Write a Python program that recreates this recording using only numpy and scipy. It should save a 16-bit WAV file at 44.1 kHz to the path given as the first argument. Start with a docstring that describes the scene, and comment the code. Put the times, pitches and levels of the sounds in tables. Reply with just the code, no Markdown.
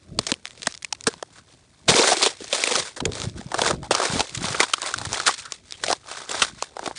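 """Brittle ice crust snaps and crunches under shoes, close by, over a faint outdoor hush.
Cracks are bursts of noise that ring a shard and a hollow slab, each as damped modes.
Splinters are filtered noise puffs and ringing shards; broken slabs are modes tapped by sparse clicks.
Low pushes make the thuds, irregular slips the scrapes, and lumpy low noise the rumble.
"""
import sys
import numpy as np
from scipy import signal
from scipy.io import wavfile
from scipy.ndimage import uniform_filter1d

SR = 44100
rng = np.random.default_rng(int(sys.argv[2]) if len(sys.argv) > 2 else 0)


def store_pcm(level_fs):
    """Save levels as 16-bit WAV."""
    pcm = np.round(np.clip(level_fs, -1, 1) * 32767).astype(np.int16)
    wavfile.write(sys.argv[1], SR, np.atleast_2d(pcm).T)


N = 307818  # length in samples

# Spectrum of splintering ice: frequency_hz, relative_level_db
SPLINTER_SPECTRUM = [(590, -30.5), (1000, -11), (1390, -8), (2120, -3.5), (2940, -7), (3510, -1.5),
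                     (7730, -6), (9600, -7.5), (9990, -16.5), (10600, -50.5), (13800, -55.5), (22000, -120)]
# The sole grinds down; slab level is the power sum of all plates before their high-pass:
# full_at_s, rise_s, hold_s, splinter_level_db, splinter_and_slab_drift_over_hold_db,
# slab_level_db, slab_tilt_db_per_octave (positive favours small plates)
GRINDS = [(0.157, 0.044, 0.03, -65, 8, -54, -25), (0.207, .02, 0.043, -44, -1.5, -52, 4),
          (0.293, 0.056, .005, -34.5, -1.5, -37, -6), (0.45, 0.024, 0.19, -53.5, -2, -60.5, 0),
          (0.669, 0.14, 0.016, -41.5, 2, -52, 3), (0.845, 0.078, .1, -60, -3, -72, 4),
          (1.075, 0.054, 0.2, -45, -21, -47, 5), (1.373, 0.17, .005, -48.5, 0.5, -50.5, 15),
          (1.497, 0.094, 0.13, -55.5, -12, -61, -3), (1.884, 0.0094, 0.24, -18.5, -1.5, -22, -1),
          (2.271, 0.35, 0.0049, -19, -5.5, -26, -4.5), (2.424, 0.25, .06, -43, 1, -54, -4),
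          (2.546, 0.084, 0.013, -23.5, -1, -31.5, 1), (2.587, .05, 0.22, -29.5, 5, -35.5, -1),
          (2.857, 0.11, 0.012, -37.5, 3.5, -43.5, 5), (3.047, 0.064, 0.015, -51, 4.5, -29.5, -22),
          (3.156, 0.11, 0.088, -37.5, 1.5, -40, -2), (3.292, 0.06, .02, -50, -0.5, -58, 3),
          (3.384, 0.075, 0.081, -43, -15, -44, 2), (3.607, 0.17, 0.072, -31, 6, -29, 1.5),
          (3.703, 0.047, 0.0035, -34, -6, -21.5, -8), (3.843, 0.046, 0.0041, -43.5, 0.5, -46, 0),
          (3.921, .03, 0.11, -35.5, 7.5, -32, 6.5), (4.051, 0.051, .16, -27.5, -2.5, -30, 0),
          (4.248, 0.054, 0.11, -42, -4.5, -50, 1), (4.444, 0.11, 0.13, -26.5, -8.5, -31, 6),
          (4.609, 0.17, 0.0044, -26, 2.5, -24.5, 16), (4.686, .05, 0.086, -36.5, -7, -43, 8),
          (4.888, 0.21, 0.0065, -27.5, -3, -30, 5), (4.95, 0.073, 0.11, -44.5, 8.5, -45.5, 9),
          (5.142, 0.11, 0.14, -28, -9, -32, 5), (5.272, 0.022, 0.0022, -12.5, -6, -21, 16),
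          (5.391, 0.051, .003, -30.5, -2, -41, 19), (5.536, 0.43, 0.0086, -45.5, 4, -60, 1),
          (5.723, 0.22, 0.052, -50.5, -1, -74, -5), (5.847, 0.12, 0.051, -36.5, 9, -42, -4),
          (6.106, 0.11, 0.12, -36.5, -5.5, -37, 9.5), (6.303, 0.11, 0.088, -37, 9.5, -39.5, 5.5),
          (6.437, 0.12, 0.0046, -25.5, -2, -30.5, 13), (6.643, 0.18, .003, -37, -7.5, -42.5, 11),
          (6.873, 0.24, 0.0055, -40, 1, -36.5, -2.5), (6.975, 0.035, .01, -30.5, -8, -66, 8)]
CONTROL_S = np.arange(0, N + 64, 64) / SR  # coarse time grid for slow levels


def gain_of(db):
    """Decibel law: 20 dB is a factor of ten in amplitude."""
    return 10 ** (np.asarray(db) / 20)


def evened(x):
    """Normalization to unit rms amplitude."""
    return x / np.sqrt(np.mean(x ** 2) + 1e-20)


def peaked(x):
    """Normalization to unit peak amplitude."""
    return x / (abs(x).max() + 1e-20)


def add(mix, start_s, sound):
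    """Superposition: a sound adds to the mix in place, cut at its end."""
    part = mix[round(start_s * SR):][:len(sound)]
    part += sound[:len(part)]


def colour(x, spectrum):
    """Minimum-phase filtering: the response is causal, so clicks stay sharp in front."""
    point_hz, point_db = np.transpose(spectrum)
    bin_hz = abs(np.fft.fftfreq(8192, 1 / SR))
    bin_db = np.interp(np.log(bin_hz + 1), np.log(point_hz + 1), point_db)
    log_gain = np.log(gain_of(np.maximum(bin_db, -80)))
    # The Hilbert transform of the log gain supplies the minimum phase.
    response = np.exp(np.conj(signal.hilbert(log_gain)))
    taps = np.fft.ifft(response).real[:4096]
    taps = taps.reshape((1,) * (x.ndim - 1) + (-1,))
    return signal.oaconvolve(x, taps, axes=-1)[..., :x.shape[-1]]


def ring(x, pitch_hz, cycles):
    """Damped resonance: one mode dies by 60 dB in the given number of cycles."""
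    pole = np.exp((2j * np.pi - np.log(1000) / cycles) * pitch_hz / SR)
    return signal.lfilter([1], [1, -pole], x + 0j).imag


def train(per_s, spread_db):
    """Random impulse process: sparse clicks of random sign, mostly small, a few large."""
    draw = rng.random((3, N))
    size_db = spread_db * np.minimum(-np.log(draw[1] + 1e-9), 4)
    sign = np.sign(draw[2] - .5)
    return gain_of(size_db) * sign * (draw[0] < per_s / SR)


def thin(x):
    """Radiation cutoff: plates this small push no air below their lowest mode."""
    return signal.sosfilt(signal.butter(3, 300., "high", fs=SR, output="sos"), x)


def summed(levels_db, rest_db):
    """Energy addition: overlapping events add power over a resting level; returns sample gains."""
    power = (gain_of(levels_db) ** 2).sum(axis=0) + gain_of(rest_db) ** 2
    return np.interp(np.arange(N) / SR, CONTROL_S, np.sqrt(power))


def pressure():
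    """Exponential envelope: each grind rises, drifts and releases linearly in dB about its full level."""
    rise_db, release_db_per_s = 34, 326.5
    full_at_s, rise_s, hold_s, _, drift_db = np.array(GRINDS).T[:5, :, None]
    before_s = np.maximum(full_at_s - CONTROL_S, 0)
    after_s = np.maximum(CONTROL_S - full_at_s - hold_s, 0)
    held_db = drift_db * np.clip((CONTROL_S - full_at_s) / hold_s, 0, 1)
    return held_db - rise_db * before_s / rise_s - release_db_per_s * after_s


def hush():
    """Stationary broadband noise: steady outdoor air and microphone hiss."""
    # frequency_hz, relative_level_db
    hush_spectrum = [(100, 13.5), (400, -6.5), (1300, -13)]
    level_db = -62  # rms
    return gain_of(level_db) * evened(colour(rng.standard_normal(N), hush_spectrum))


def rumble():
    """Amplitude-modulated low noise from the ground and moving hand swells as the weight shifts."""
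    # frequency_hz, relative_level_db
    rumble_spectrum = [(18, -45.5), (30, 0.5), (102, 1), (368, -8.5), (500, -22), (650, -13.5),
                       (1100, -120)]
    # The weight shifts: full_at_s, hold_s, rumble_level_db
    weight_shifts = [(.15, 0.039, -31), (0.3, 0.0087, -47.5), (.6, 0.054, -56), (.937, .01, -58),
                     (1.062, 0.069, -51), (1.38, 0.023, -58), (1.895, 0.0045, -36.5), (2.426, .01, -52),
                     (2.786, 0.028, -43.5), (3.06, 0.028, -28.5), (3.214, 0.06, -33), (3.366, 0.016, -34),
                     (3.527, 0.16, -41.5), (3.704, 0.11, -34), (3.912, 0.0088, -36), (4.15, 0.0071, -27.5),
                     (4.364, 0.23, -39), (4.974, 0.15, -40.5), (5.193, .06, -51), (5.85, 0.056, -45),
                     (6.309, 0.26, -51), (6.91, 0.032, -51)]
    swell_db_per_s, settle_db_per_s, rest_db = 294, 266.5, -59.5
    lumps_db = 3.5 * evened(uniform_filter1d(rng.standard_normal(N), size=700))
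    full_at_s, hold_s, full_db = np.array(weight_shifts).T[:, :, None]
    before_s = np.maximum(full_at_s - CONTROL_S, 0)
    after_s = np.maximum(CONTROL_S - full_at_s - hold_s, 0)
    level_db = full_db - swell_db_per_s * before_s - settle_db_per_s * after_s
    lumpy_noise = gain_of(lumps_db) * rng.standard_normal(N)
    return summed(level_db, rest_db) * evened(colour(lumpy_noise, rumble_spectrum))


def splinters(fractures):
    """Many tiny fractures: short noise puffs over a dense blur, with shards in brief modal ringing."""
    rest_db = -62  # between steps
    t = np.arange(600) / SR
    puff_decay = gain_of(-60 * t / 0.015)  # 60 dB in 15 ms
    puffs = evened(signal.oaconvolve(abs(fractures), puff_decay)[:N])
    grit = (puffs + 0.85) * rng.standard_normal(N)
    shard_pitches_hz = np.geomspace(1700., 8500., num=12)
    shards = sum(evened(ring(train(45., 3.8), hz, 30.)) for hz in shard_pitches_hz)
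    splinter_db = np.array(GRINDS)[:, 3:4]
    level = summed(splinter_db + pressure(), rest_db)
    return level * evened(colour(grit + .5 * evened(shards), SPLINTER_SPECTRUM))


def slabs(fractures):
    """Impulsive modal excitation: tiny fractures tap broken plates of many sizes, which ring on."""
    rest_db = -75  # each plate, between steps
    pitches_hz = np.geomspace(400., 1500., num=9)
    slab_db, tilt_db = np.array(GRINDS).T[5:, :, None]
    shares = gain_of(tilt_db * np.log2(pitches_hz / 750))
    # In each grind the plates' shares of power sum to one.
    shares_db = 20 * np.log10(shares / np.linalg.norm(shares, axis=1, keepdims=True))
    touched = rng.random((len(pitches_hz), N)) < .3  # a plate feels three fractures in ten
    level_db = slab_db + pressure()
    plates = np.zeros(N)
    for on, hz, share_db in zip(touched, pitches_hz, shares_db.T):
        taps = fractures * on + .5 * train(90., 5.34)
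        level = summed(level_db + share_db[:, None], rest_db)
        plates += level * evened(ring(taps, hz, 18.7))
    return thin(plates)


def cracks():
    """Brittle fracture: a gritty snap rings a shard mode and knocks two slab modes."""
    # Peak levels are before the plates' high-pass; a length under 0.5 ms acts as 0.5 ms:
    # start_s, snap_peak_db, shard_pitch_hz, knock_peak_db, slab_pitch_hz, fracture_length_s
    crack_table = [(0.1885, -2, 4000, -8.5, 543, 0.0037), (0.2664, -8, 5440, -27, 660, 0.006),
                   (0.304, -19, 6630, -44, 398, 0.0014), (0.3175, -1, 3100, -18, 540, 0.003),
                   (0.34, -15.5, 3260, -38, 1410, 0.00079), (0.455, -11.5, 5500, -32, 705, 0.00039),
                   (0.4696, -23.5, 3200, -59, 1001, 0.0004), (0.478, -26, 4870, -52, 1442, 0.001),
                   (0.508, -25, 3580, -56, 990, 0.00079), (0.576, -31, 3060, -42, 490, 0.0016),
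                   (0.598, -33, 5000, -55, 900, 0.001), (0.62, -19, 3960, -41, 635, 0.0012),
                   (0.6308, -16.5, 4250, -39, 441, 0.0025), (0.661, -21, 3620, -43, 1173, 0.001),
                   (0.6693, -2.5, 1840, -15, 696, 0.0037), (0.7235, -22, 5000, -52, 1216, 0.0028),
                   (0.74, -26.5, 4220, -47, 1442, 0.0039), (0.7487, -25.5, 5300, -55, 1442, 0.0028),
                   (0.7766, -20, 6030, -54, 1431, 0.00046), (0.823, -26, 9300, -68, 721, 0.0025),
                   (0.8262, -26, 6060, -60, 667, 0.0035), (0.8464, -11, 2670, -54, 910, 0.0031),
                   (0.9252, -6.5, 5700, -22, 830, 0.0027), (0.948, -27, 3500, -56, 1033, 0.0056),
                   (1.0093, -20, 5750, -54, 925, 0.00042), (1.039, -22, 5200, -59, 570, 0.0023),
                   (1.0683, -2, 1580, -11, 458, 0.011), (1.139, -22.5, 4370, -28, 1000, 0.00073),
                   (1.2258, -19, 1800, -18.5, 800, 0.0018), (1.885, -1.5, 3600, -7, 460, 0.021),
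                   (1.9894, -2, 7100, -4.5, 430, 0.017), (2.116, -20, 5190, -8, 764, 0.016),
                   (2.168, -10.5, 3670, -22, 370, 0.0071), (2.2257, -1, 4480, -14, 750, 0.013),
                   (2.2617, -1, 3930, -8.5, 500, 0.0068), (2.4037, -27, 3520, -28, 460, 0.0053),
                   (2.442, -18.5, 6250, -32, 630, 0.0035), (2.5266, -6.5, 3650, -14, 550, 0.0087),
                   (2.638, -3, 2500, -15.5, 590, 0.0018), (2.671, -7, 2790, -15, 506, 0.009),
                   (2.7098, -8, 3500, -14.5, 476, 0.013), (2.754, -4.5, 5300, -12, 1320, 0.0064),
                   (2.962, -23.5, 1860, -31, 554, 0.021), (3.0026, -13.5, 4100, -19.5, 930, 0.0059),
                   (3.0535, -7, 7050, -20, 383, 0.0041), (3.1202, -16.5, 3680, -30, 1300, 0.00067),
                   (3.1329, -21, 3920, -34, 527, 0.0024), (3.1534, -18, 4200, -28, 555, 0.00069),
                   (3.2, -16.5, 5840, -36, 1200, 0.002), (3.218, -9.5, 5700, -24, 1259, 0.00041),
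                   (3.297, -28, 5000, -45, 1200, 0.001), (3.412, -28.5, 1700, -25.5, 810, 0.0013),
                   (3.467, -32, 5000, -39, 1000, 0.001), (3.517, -19.5, 1770, -20, 780, 0.0048),
                   (3.542, -12.5, 1680, -11.5, 650, 0.0051), (3.5875, -10.5, 1560, -12, 720, 0.0085),
                   (3.6164, -3.5, 3550, -9.5, 495, 0.0038), (3.667, -10.5, 5460, -30, 885, 0.021),
                   (3.708, -8.5, 1550, -8, 514, 0.0045), (3.831, -27.5, 3300, -23, 1030, 0.0015),
                   (3.9084, -7, 1770, -4, 734, 0.0032), (3.9124, -8, 3300, -18, 646, 0.014),
                   (3.949, -2.5, 5560, -9.5, 1220, 0.0045), (3.9995, -15, 1690, -10, 690, 0.0014),
                   (4.051, -12.5, 1700, -35, 721, 0.0069), (4.194, -9.5, 4630, -11, 830, 0.0024),
                   (4.204, -0.5, 3800, -7, 850, 0.0074), (4.294, -19, 6700, -46, 1270, 0.0045),
                   (4.346, -14, 7000, -38, 1248, 0.015), (4.375, -17.5, 4020, -42, 656, 0.0035),
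                   (4.544, -27, 1700, -14.5, 1300, 0.0074), (4.6028, 2, 2340, -6, 710, 0.0069),
                   (4.6294, -7.5, 3400, -16, 970, 0.0094), (4.734, -2, 3260, -9, 1290, 0.0057),
                   (4.7804, -29, 1700, -21.5, 1190, 0.004), (4.8177, -11.5, 6850, -26, 1060, 0.0028),
                   (4.826, -16, 3790, -22, 1000, 0.012), (4.939, -12, 1670, -13.5, 1270, 0.0043),
                   (4.9807, -16, 9600, -33, 704, 0.0013), (4.985, -10, 7600, -26, 850, 0.0012),
                   (5.014, -20, 1810, -20.5, 810, 0.005), (5.0506, -16.5, 1700, -30, 1140, 0.0063),
                   (5.1304, -4, 5760, -18.5, 890, 0.00037), (5.2, -11.5, 1720, -15, 1270, 0.0035),
                   (5.27, -2.5, 1570, -7.5, 1240, 0.017), (5.29, -28, 1700, -9, 1120, 0.0065),
                   (5.31, -14, 3530, -25, 1120, 0.0036), (5.339, -15, 4320, -40, 930, 0.0064),
                   (5.452, -20, 1720, -33.5, 1340, 0.013), (5.5213, -8.5, 6100, -23.5, 1050, 0.0036),
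                   (5.709, -21.5, 5100, -58, 840, 0.00041), (5.723, -13, 5100, -32, 810, 0.00044),
                   (5.8365, -8, 1860, -18.5, 650, 0.0076), (5.864, -14, 5000, -25, 689, 0.0025),
                   (5.8826, -10, 3440, -15.5, 666, 0.0013), (5.901, -10, 5190, -9.5, 680, 0.0056),
                   (5.9096, -6.5, 1750, -13, 730, 0.015), (5.927, -4.5, 4650, -9.5, 990, 0.0037),
                   (6.293, -16.5, 7400, -22, 570, 0.0029), (6.312, -12, 6940, -25.5, 517, 0.0081),
                   (6.419, 1, 3330, -10, 1260, 0.0091), (6.6231, -6, 5470, -9.5, 1095, 0.0027),
                   (6.767, -26, 1870, -17.5, 800, 0.0027), (6.792, -21.5, 2050, -16.5, 850, 0.0037),
                   (6.829, -46, 1950, -17.5, 775, 0.0033), (6.8593, -17, 3620, -18.5, 665, 0.0038),
                   (6.874, -19.5, 1790, -19, 730, 0.0074), (6.9105, -48, 1710, -17.5, 874, 0.002)]
    t, snaps, knocks = np.arange(2500) / SR, np.zeros(N), np.zeros(N)
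    tears, jumps = rng.standard_normal((len(crack_table), 2, len(t))).transpose(1, 0, 2)
    # The fracture advances in jumps a fraction of a millisecond long.
    jumps_db = 5.77 * evened(uniform_filter1d(jumps, size=16, axis=1))
    tears = tears * gain_of(jumps_db)
    for tear, (start_s, snap_db, shard_hz, knock_db, slab_hz, length_s) in zip(tears, crack_table):
        u = t / max(length_s, .0005)
        burst = tear * (1 - np.exp(-u / 0.14)) * np.exp(-u / 0.8 - u ** 2 / 5.3)
        shard = evened(ring(burst, shard_hz, 11.))
        snap = evened(colour(burst, SPLINTER_SPECTRUM)) + .8 * shard
        add(snaps, start_s, gain_of(snap_db) * peaked(snap))
        upper_mode = gain_of(-8.) * ring(burst, 1.7 * slab_hz, 7.)
        knock = ring(burst, slab_hz, 10.5) + upper_mode
        # The slab follows the snap by 0.55 ms.
        add(knocks, start_s + 0.00055, gain_of(knock_db) * peaked(knock))
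    return thin(snaps + knocks)


def thuds():
    """Impulse response of a heavily damped low mode: the sole drops through the crust."""
    # moment_s, peak_level_db, pitch_hz
    thud_table = [(0.323, -17.5, 259), (0.676, -23, 250), (1.078, -14.5, 250), (1.893, -14, 150),
                  (1.917, -16.5, 190), (1.949, -14.5, 277), (2.133, -23, 327), (2.421, -27, 316),
                  (2.757, -28, 247), (3.027, -18, 252), (3.062, -21, 144), (3.08, -23, 104),
                  (3.274, -18, 132), (3.396, -26, 200), (3.464, -25.5, 142), (3.738, -20, 154),
                  (4.102, -23, 145), (4.137, -19.5, 172), (4.16, -17, 235), (4.377, -25, 126),
                  (4.419, -26, 262), (4.446, -21, 182), (4.51, -24, 127), (5.073, -23.5, 101),
                  (6.423, -22.5, 308), (6.878, -21, 320)]
    out, after = np.zeros(N), np.zeros(3000)
    for moment_s, peak_db, hz in thud_table:
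        push = np.concatenate([np.hanning(round(.6 * SR / hz) + 2), after])
        thud = peaked(ring(np.gradient(push), hz, 4.8))
        add(out, moment_s - 0.73 / hz, gain_of(peak_db) * thud)  # starts 0.73 cycle early
    return out


def scrapes():
    """Stick-slip excitation: uneven slips of a shard sliding under the sole drive its one mode."""
    # start_s, length_s, pitch_hz, level_db (rms before the fade in and out)
    scrape_table = [(3.821, 0.06, 825, -38.5), (5.344, 0.22, 1430, -50), (5.709, 0.058, 3280, -45)]
    out, slips = np.zeros(N), train(500., 2.6)
    for start_s, length_s, hz, level_db in scrape_table:
        stroke = slips[round(start_s * SR):][:round(length_s * SR)]
        fade = np.hanning(len(stroke)) ** .5
        add(out, start_s, gain_of(level_db) * evened(ring(stroke, hz, 18.)) * fade)
    return out


def scene():
    """Linear superposition of all sources; splinters and slabs share the same tiny fractures."""
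    fractures = train(280., 3.06)
    underfoot = splinters(fractures) + slabs(fractures)
    return (cracks() + underfoot + scrapes() + thuds() + rumble() + hush())[None]


def record(dry):
    """Band limiting and saturation: the microphone loses deep bass, peaks clip, then treble is cut."""
    band_edge_hz = 10650
    light = signal.sosfilt(signal.butter(2, 60., "high", fs=SR, output="sos"), dry)
    clipped = np.clip(light, -.92, .92)
    low_pass = signal.firwin(301, band_edge_hz, window=("kaiser", 9), fs=SR)
    return signal.oaconvolve(clipped, low_pass[None], "same")


dry = scene()
out = record(dry)
store_pcm(out)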